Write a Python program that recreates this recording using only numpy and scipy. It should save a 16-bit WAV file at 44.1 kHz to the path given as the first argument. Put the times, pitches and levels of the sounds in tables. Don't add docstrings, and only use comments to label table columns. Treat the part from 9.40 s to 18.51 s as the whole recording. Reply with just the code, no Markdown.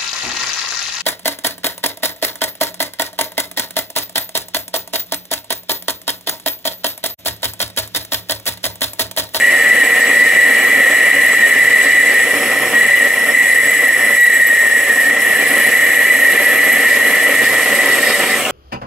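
import sys
import numpy as np
from scipy import signal
from scipy.fft import irfft, next_fast_len
from scipy.io import wavfile
from scipy.ndimage import uniform_filter1d

SR = 44100
rng = np.random.default_rng(int(sys.argv[2]) if len(sys.argv) > 2 else 0)


def to_wav(s):
    ch = np.atleast_2d(s).T
    pcm = np.round(np.clip(ch, -1, 1) * 32767)
    wavfile.write(sys.argv[1], SR, pcm.astype(np.int16))


def ratio(d):
    e = np.asarray(d, float) / 20
    return 10 ** e


N = 401751
SIZE = next_fast_len(N)
HZ, T = np.fft.rfftfreq(SIZE, 1 / SR), np.arange(N) / SR
SPINDLE_HZ = 7.5

# t/s, length/s, f/Hz, share of the squeal/0-1
LOCKS = [
    (3.328, .085, 1900, .92),
    (4.765, .085, 1930, .96),
    (4.85, .035, 1925, .85),
    (5.52, .06, 1845, .8),
    (5.615, .075, 1840, .85),
]
# t/s, length/s, drop/dB
LULLS = [
    (2.788, 0.564, 9),
    (3.623, 0.327, 7),
    (5.673, 0.16, 5),
]
# from/s, to/s, fall/Hz
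DROOP = (4.84, 5.7, 50)


def evened(x):
    return x / np.sqrt(np.mean(x ** 2) + 1e-20)


def read(points):
    f, *columns = np.transpose(points)
    return np.squeeze([np.interp(np.log(HZ + 1), np.log(f + 1), c) for c in columns])


def modes(table):
    gains = [ratio(db) / (1 + ((HZ - hz) / width * 2) ** 2) for hz, width, db in table]
    return np.sqrt(sum(gain ** 2 for gain in gains))


def noise(gain, diffuse=1):
    # f/Hz, likeness/0-1, left lead/rad, left over right/dB
    ports = [(120, .9995, 0, 0), (300, .995, -.01, -.1), (600, .99, -.04, -.2), (1300, .9, -.2, -2.5),
             (1930, .985, -.4, .2), (2400, .9, 0., -1.5), (2900, .65, -.1, 5.5), (3400, .55, -1.5, -3.5),
             (4100, .4, -1.6, -7), (7900, .88, -.3, -.5), (8700, .7, -.5, 1.5), (9800, .85, -1.4, -.5),
             (11300, .75, -1., -7), (14000, .6, -.8, -3.)]
    a, b, c, d = rng.standard_normal((4, len(HZ)))
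    same, lead, lean_db = read(ports)
    same = np.clip(same, 0, 1) ** diffuse
    half = np.exp(.5j * lead) * ratio(lean_db / 2)
    left = a + 1j * b
    right = same * left + np.sqrt(1 - same ** 2) * (c + 1j * d)
    return evened(irfft(gain * np.array([left * half, right / half]), SIZE)[:, :N])


def flutter(hz):
    a, b = rng.standard_normal((2, len(HZ)))
    return evened(irfft((a + 1j * b) / (1 + (HZ / hz) ** 2), SIZE)[:N])


def resonate(x, hz, width):
    turn, r = np.exp(2j * np.pi * np.cumsum(hz) / SR), np.exp(-np.pi * width / SR)
    once = signal.lfilter([1 - r], [1, -r], x / turn)
    smooth = signal.lfilter([1 - r], [1, -r], once)
    return 2 * (turn * smooth).real


def spells(rows, edge_s):
    return sum(h * np.clip(np.minimum(T - s, s + length - T) / edge_s, 0, 1) for s, length, h in rows)


def droop():
    start_s, end_s, _ = DROOP
    return np.clip((T - start_s) / (end_s - start_s), 0, 1) * (T < end_s)


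def controls():
    # t/s, squeal over rumble/dB
    chatter = [(0.0, 17), (0.5, 14.5), (0.65, 14), (0.85, 17), (1.3, 13.5), (1.85, 16.5), (2.7, 17),
               (3.5, 17), (4.05, 20.5), (4.45, 15.5), (4.72, 12.5), (4.9, 22.5), (5.7, 14.5), (6.1, 11),
               (6.4, 16.5), (7.2, 11.5), (7.5, 14), (8.95, 4)]
    # centre/s, half width/s
    zones = [
        (4.9, 1.24),
        (7.1, 1.1),
        (8.8, 0.85),
    ]
    # centre/s, half width/s
    regrip = (6.18, 0.2)
    # t/s, length/s, share/0-1
    lifts = [
        (5.69, 0.11, .6),
        (9.02, .3, .98),
    ]
    # level/dB, slope/dB per dB of chatter,
    # then change/dB in a lull, deep, shallow, at the mouth, lifted, digging in
    follow = dict(rumble=(-25, -0.58, -2, -1.47, -0.2, -1.26, -0.7, -0.6),
              post=(-33, 0.36, -2, -0.1, -2.5, 4, -6.5, 1), tip=(-33, -0.23, -0.5, 2, -1, -3, -11, 4),
              shallow=(-40, -0.15, 0, 1.5, 9.5, 4.5, -14.5, -3),
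              hiss=(-38, 0.06, -0.5, -2, 1, 3.3, -0.5, 1), wall=(-45.5, -1, 3, 9.5, -5, -5, -6, 0),
              nose=(-40, .05, 1, -8, 7.5, 12.5, -12.5, .3), mouth=(-40, -0.18, -2, -5.5, -.5, 6, -7.5, 1.5),
              holder=(-24, 0.01, -3.5, -3.5, -0.4, -2.5, -5, 1.5),
              low=(-22.5, -0.44, -8.5, -2.5, 1.5, -9, -7, 1.5),
              upper=(-36.5, -0.36, -2, 1.5, 4, -3.5, -17, 1.2))
    sag_s, return_s = 0.16, 0.025
    lull_db = 0
    for s, length, drop_db in LULLS:
        sag = np.minimum((T - s) / sag_s, (s + length - T) / return_s)
        lull_db = lull_db + drop_db * np.clip(sag, 0, 1)
    surge = spells([(s, length, share) for s, length, _, share in LOCKS[1:2]], 0.014)
    gust = flutter(16)
    gust_db = evened(gust - uniform_filter1d(gust, size=SR // 4))
    over_db = np.interp(T, *np.transpose(chatter)) - lull_db + 12.5 * surge + gust_db
    deep, shallow, mouth, digging = [np.exp(-((T - s) / width) ** 2) for s, width in [*zones, regrip]]
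    causes = np.array([np.ones(N), over_db - 13.5, np.tanh(lull_db / 4),
                       deep, shallow, mouth, spells(lifts, .025), digging])
    db = {name: np.dot(row, causes) for name, row in follow.items()}
    rub_db = flutter(22)
    for name in ("tip", "shallow", "upper"):
        db[name] = db[name] + rub_db
    return over_db, db


def squeal(level_db, pitch_hz):
    # f/Hz, width/Hz, level/dB
    bar_modes = [(1851, 62, 1), (1888, 49, -5.5), (1945.6, 43, -3), (1970.5, 57, -1.5), (2015, 61, 0)]
    # t/s, length/s, drop/dB
    skips = [
        (3.285, .045, 7),
        (8.29, .025, 7),
        (8.595, .035, 9),
        (8.685, .022, 8),
        (8.765, .03, 10),
        (8.868, .025, 8),
        (8.975, .14, 6),
    ]
    bar = noise(modes(bar_modes))
    sunk = droop()
    chatter = evened(resonate(bar, pitch_hz, 100.0))
    rough = evened(bar / (1 + 0.75 * sunk) + (0.61 + 0.22 * sunk) * chatter)
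    share, clean = np.zeros(N), np.zeros((2, N))
    for s, length, hz, locked in LOCKS:
        spell = spells([(s, length, np.clip(locked, 0, .99))], .011)
        share += spell
        clean += spell * np.sqrt(2) * np.sin(2 * np.pi * hz * T + np.array([[0], [.4]]))
    share = np.minimum(share, 1)
    swing = np.sqrt(1 - share ** 2) * rough + 0.9 * clean
    swing = ratio(level_db - spells(skips, 0.0063) - 1.0) * swing
    octave = ratio(-20.0 + 2.6 * share) * resonate(swing ** 2, 2 * pitch_hz, 250.)
    return swing + octave


def holder(db):
    # f/Hz, width/Hz, level/dB
    holder_modes = [(1614, 64, -7), (2135, 47, -0.5), (2158, 44, -1.5), (2318, 87, 0), (2432, 145, -6.5),
                    (2702, 78, -7.5), (2919, 140, -6), (3385, 50, -10.5), (4070, 117, -13)]
    upper_modes = [(11780, 120, -1), (12010, 100, -5), (12160, 130, -4), (12480, 170, -3), (13210, 220, -7),
                   (14050, 130, -11)]
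    sunk = droop()
    holder_db = db["holder"] - 3 * sunk + 0.47 * flutter(15)
    low_db = db["low"] + 7 * sunk - 2.0
    upper_db = db["upper"] + 1.1 * flutter(25) + 1.5
    return (ratio(holder_db) * noise(modes(holder_modes))
            + ratio(low_db) * noise(modes([(1768.0, 62, 0)]))
            + ratio(upper_db) * noise(modes(upper_modes)))


def tool(db):
    # f/Hz, width/Hz, level/dB
    post_modes = [(7805, 70, 0), (7958, 85, -1)]
    tip_modes = [(9620, 180, -3), (9790, 110, -1.5), (9870, 140, -1.5), (10280, 380, -10.5)]
    shallow_modes = [(11030, 200, 0.5), (11340, 230, 9), (11100, 120, 0)]
    # f/Hz, density/dB per Hz
    scrape = [(2500, -7), (3500, -0.5), (4300, -6.5), (4750, -10), (5600, -3), (6400, -2), (7400, 0.5),
              (8900, -2.5), (10700, -4.5), (13000, -8), (14500, -4), (15300, -9), (15900, -6.5)]
    grip = flutter(22) + 0.09 * np.sin(2 * np.pi * SPINDLE_HZ * T)
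    calm_db = 5.6 * np.clip((T - 7.1) / 0.89, 0, 1)
    post_db = db["post"] - calm_db + 1.17 * grip + 1.2 * flutter(35) + 0.93
    tip_db = db["tip"] + 0.52 * grip + 0.47 * flutter(35) + 2.0
    shallow_db = db["shallow"] + 0.63 * grip + 2.0
    hiss_db = db["hiss"] + 0.62 * grip + .5 * flutter(30) + 9.0
    return (ratio(post_db) * noise(modes(post_modes))
            + ratio(tip_db) * noise(modes(tip_modes))
            + ratio(shallow_db) * noise(modes(shallow_modes))
            + ratio(hiss_db) * noise(ratio(read(scrape)), 4.9))


def bore(db):
    # f/Hz, width/Hz, level/dB
    wall_modes = [(5400, 220, 0)]
    nose_modes = [(8340, 580, 0)]
    mouth_modes = [(3750, 155, 1.7), (4410, 320, -2.2), (4880, 150, -2), (5100, 54, 2.1), (5370, 68, -0.83)]
    wall_db = db["wall"] + .6 * flutter(25) - 4.0
    nose_db = db["nose"] + 2.9 * flutter(25) - 4.5
    mouth_db = db["mouth"] + 2.33 * flutter(6.8) + 1.0
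    return (ratio(wall_db) * noise(modes(wall_modes))
            + ratio(nose_db) * noise(modes(nose_modes))
            + ratio(mouth_db) * noise(modes(mouth_modes), 4.2))


def struck(events, shape):
    train = np.zeros(N)
    s, db = np.transpose(events)
    train[np.round(s * SR).astype(int)] = ratio(db)
    return signal.oaconvolve(train, shape)[:N]


def ring(hz, width):
    turns = np.cumsum(hz + width * flutter(150)) / SR
    return np.sin(2 * np.pi * turns + np.array([[0], [1.1]])) * ratio(np.array([[-3.], [2.5]]))


def small_pings():
    turns = np.arange(1, 136) / SPINDLE_HZ / 2
    chance, late, size = rng.random((len(turns), 3)).T
    on = (chance < 0.62) & (turns < 8.3)
    s, db = turns + .06 * late, -31 - 4 * size
    return [*zip(s[on], db[on])]


def chips():
    # t/s, level/dB
    snaps = [(1.1084, -18), (1.8592, -15), (2.5965, -19), (2.7372, -16), (4.2537, -16), (4.2981, -18),
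             (4.7092, -15), (4.9362, -19), (5.0644, -17), (6.6588, -18), (6.8314, -16), (6.9147, -15),
             (7.0085, -16), (7.0559, -16), (7.0863, -16), (7.3262, -15), (7.4834, -16), (7.675, -17),
             (7.7488, -16), (7.8316, -17), (7.9483, -15), (8.0177, -17), (8.2092, -18), (8.2407, -16),
             (8.3494, -14), (8.4572, -17), (8.5535, -17), (8.742, -17)]
    # t/s, level/dB
    pings = [(0.2219, -24), (1.0306, -26), (1.2655, -25), (1.8587, -29), (1.8766, -26), (3.5573, -22),
             (3.6506, -25), (3.8716, -27), (4.1749, -25), (4.3051, -24), (4.4019, -27), (4.4787, -22.5),
             (4.803, -19), (4.8334, -19), (4.9372, -22), (5.0679, -15), (5.1856, -25), (5.2689, -30),
             (5.3532, -28), (6.0711, -27), (6.1933, -23), (6.3225, -26), (6.3684, -23), (6.4378, -23),
             (6.6707, -23), (7.017, -26), (7.1452, -26), (7.3208, -15)]
    # t/s, level/dB
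    partners = [(4.7117, -29), (4.81, -29), (4.8319, -32), (4.8594, -29), (4.9387, -27), (4.9694, -34),
                (5.0275, -36), (5.0654, -30), (5.1906, -30), (5.2694, -34)]
    # t/s, level/dB
    knock = [
        (9.0493, -14),
    ]
    t = np.arange(2200) / SR
    puff = np.exp(-t / .007) * (1 - np.exp(-t / .002))
    swell = np.exp(-(t / 0.013) ** 2) * (1 - np.exp(-t / 0.0032))
    bright = ratio(read([(5000, -34), (8500, -1), (11000, 7), (15500, -8)]))
    partner_ring = ring(12580, 35.) + ratio(-11.0) * ring(15100, 40.)
    return (ratio(-2.5) * struck(snaps, puff) * noise(bright)
            + ratio(0.5) * struck(knock, swell) * noise(modes([(2800, 290, 0)]))
            + struck([*pings, *small_pings()], swell) * ring(13520, 45.)
            + ratio(4.0) * struck(partners, swell) * partner_ring)


def machine(level_db):
    # f/Hz, width/Hz, level/dB
    gears = [(102, 17, -20.5), (132.9, 6.1, -9), (176, 12.5, -16), (217.7, 27, -9), (230.6, 23.6, -7),
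             (282.3, 34.6, -2), (361, 42, -7.5), (410.4, 19, -3.5), (477.4, 52.5, -1), (517.4, 35, -3),
             (572.7, 38, 0.5), (629.4, 49, -4.5), (747.4, 123, -6.5), (953, 51, -13), (1050, 82, -9),
             (1198, 115, -12), (1310, 96, -7), (1457, 57, -12.5)]
    # f/Hz, density/dB per Hz
    rumble = [(15, -81), (25, -57), (271, -28), (340, -29), (482, -17.5), (894, -15), (1490, -8.5),
              (1910, -12), (2160, -4.5), (3400, -7), (4420, -82), (7480, -120)]
    once = np.sin(2 * np.pi * SPINDLE_HZ * T)
    four = np.sin(8 * np.pi * SPINDLE_HZ * T + 1.3)
    body = noise(modes(gears)) + ratio(-3.0) * noise(ratio(read(rumble)))
    return ratio(level_db + .9 * once + .9 * four - 1.0 + 1.25 * flutter(25)) * body


def whine():
    # f/Hz, level/dB
    tones = [(15292, -66), (15323, -64), (15355, -61), (15386, -59), (15417, -64), (15448, -59),
             (15479, -65)]
    return sum(ratio(db + 3.) * np.sin(2 * np.pi * hz * T) for hz, db in tones)


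def scene():
    over_db, db = controls()
    lull_s, lull_length_s, _ = LULLS[0]
    since = T - lull_s - lull_length_s + 0.025
    rumble_db = db["rumble"] + 2.5 * np.exp(-abs(since) / 0.11) * (since > 0)
    free_db = spells([(8.97, 1, -18)], .07)
    pitch_hz = 1922 + 22.3 * flutter(7.4) - DROOP[2] * droop()
    bar = squeal(rumble_db + over_db + free_db, pitch_hz)
    return bar + holder(db) + tool(db) + bore(db) + chips() + machine(rumble_db) + whine()


def roll_off(x):
    return signal.sosfilt(signal.butter(12, 16400, fs=SR, output="sos"), x)


def record(dry):
    power_db = 10 * np.log10(abs(uniform_filter1d((dry ** 2).mean(0), 130)) + 1e-12)
    fall = T * 440.0
    held_db = np.maximum.accumulate(power_db + fall) - fall
    over_db = np.maximum(held_db + 11.5, 0)
    ducked = dry / ratio(0.47 * uniform_filter1d(over_db, 90) - 2.0)
    thin = signal.sosfilt(signal.butter(2, 65., "highpass", fs=SR, output="sos"), ducked)
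    edge = signal.firwin(1023, 15735, window=("kaiser", 9), fs=SR)
    mix = np.clip(signal.oaconvolve(thin, edge[None], "same"), -1, 1)
    return roll_off(mix)


dry = scene()
out = record(dry)
to_wav(out)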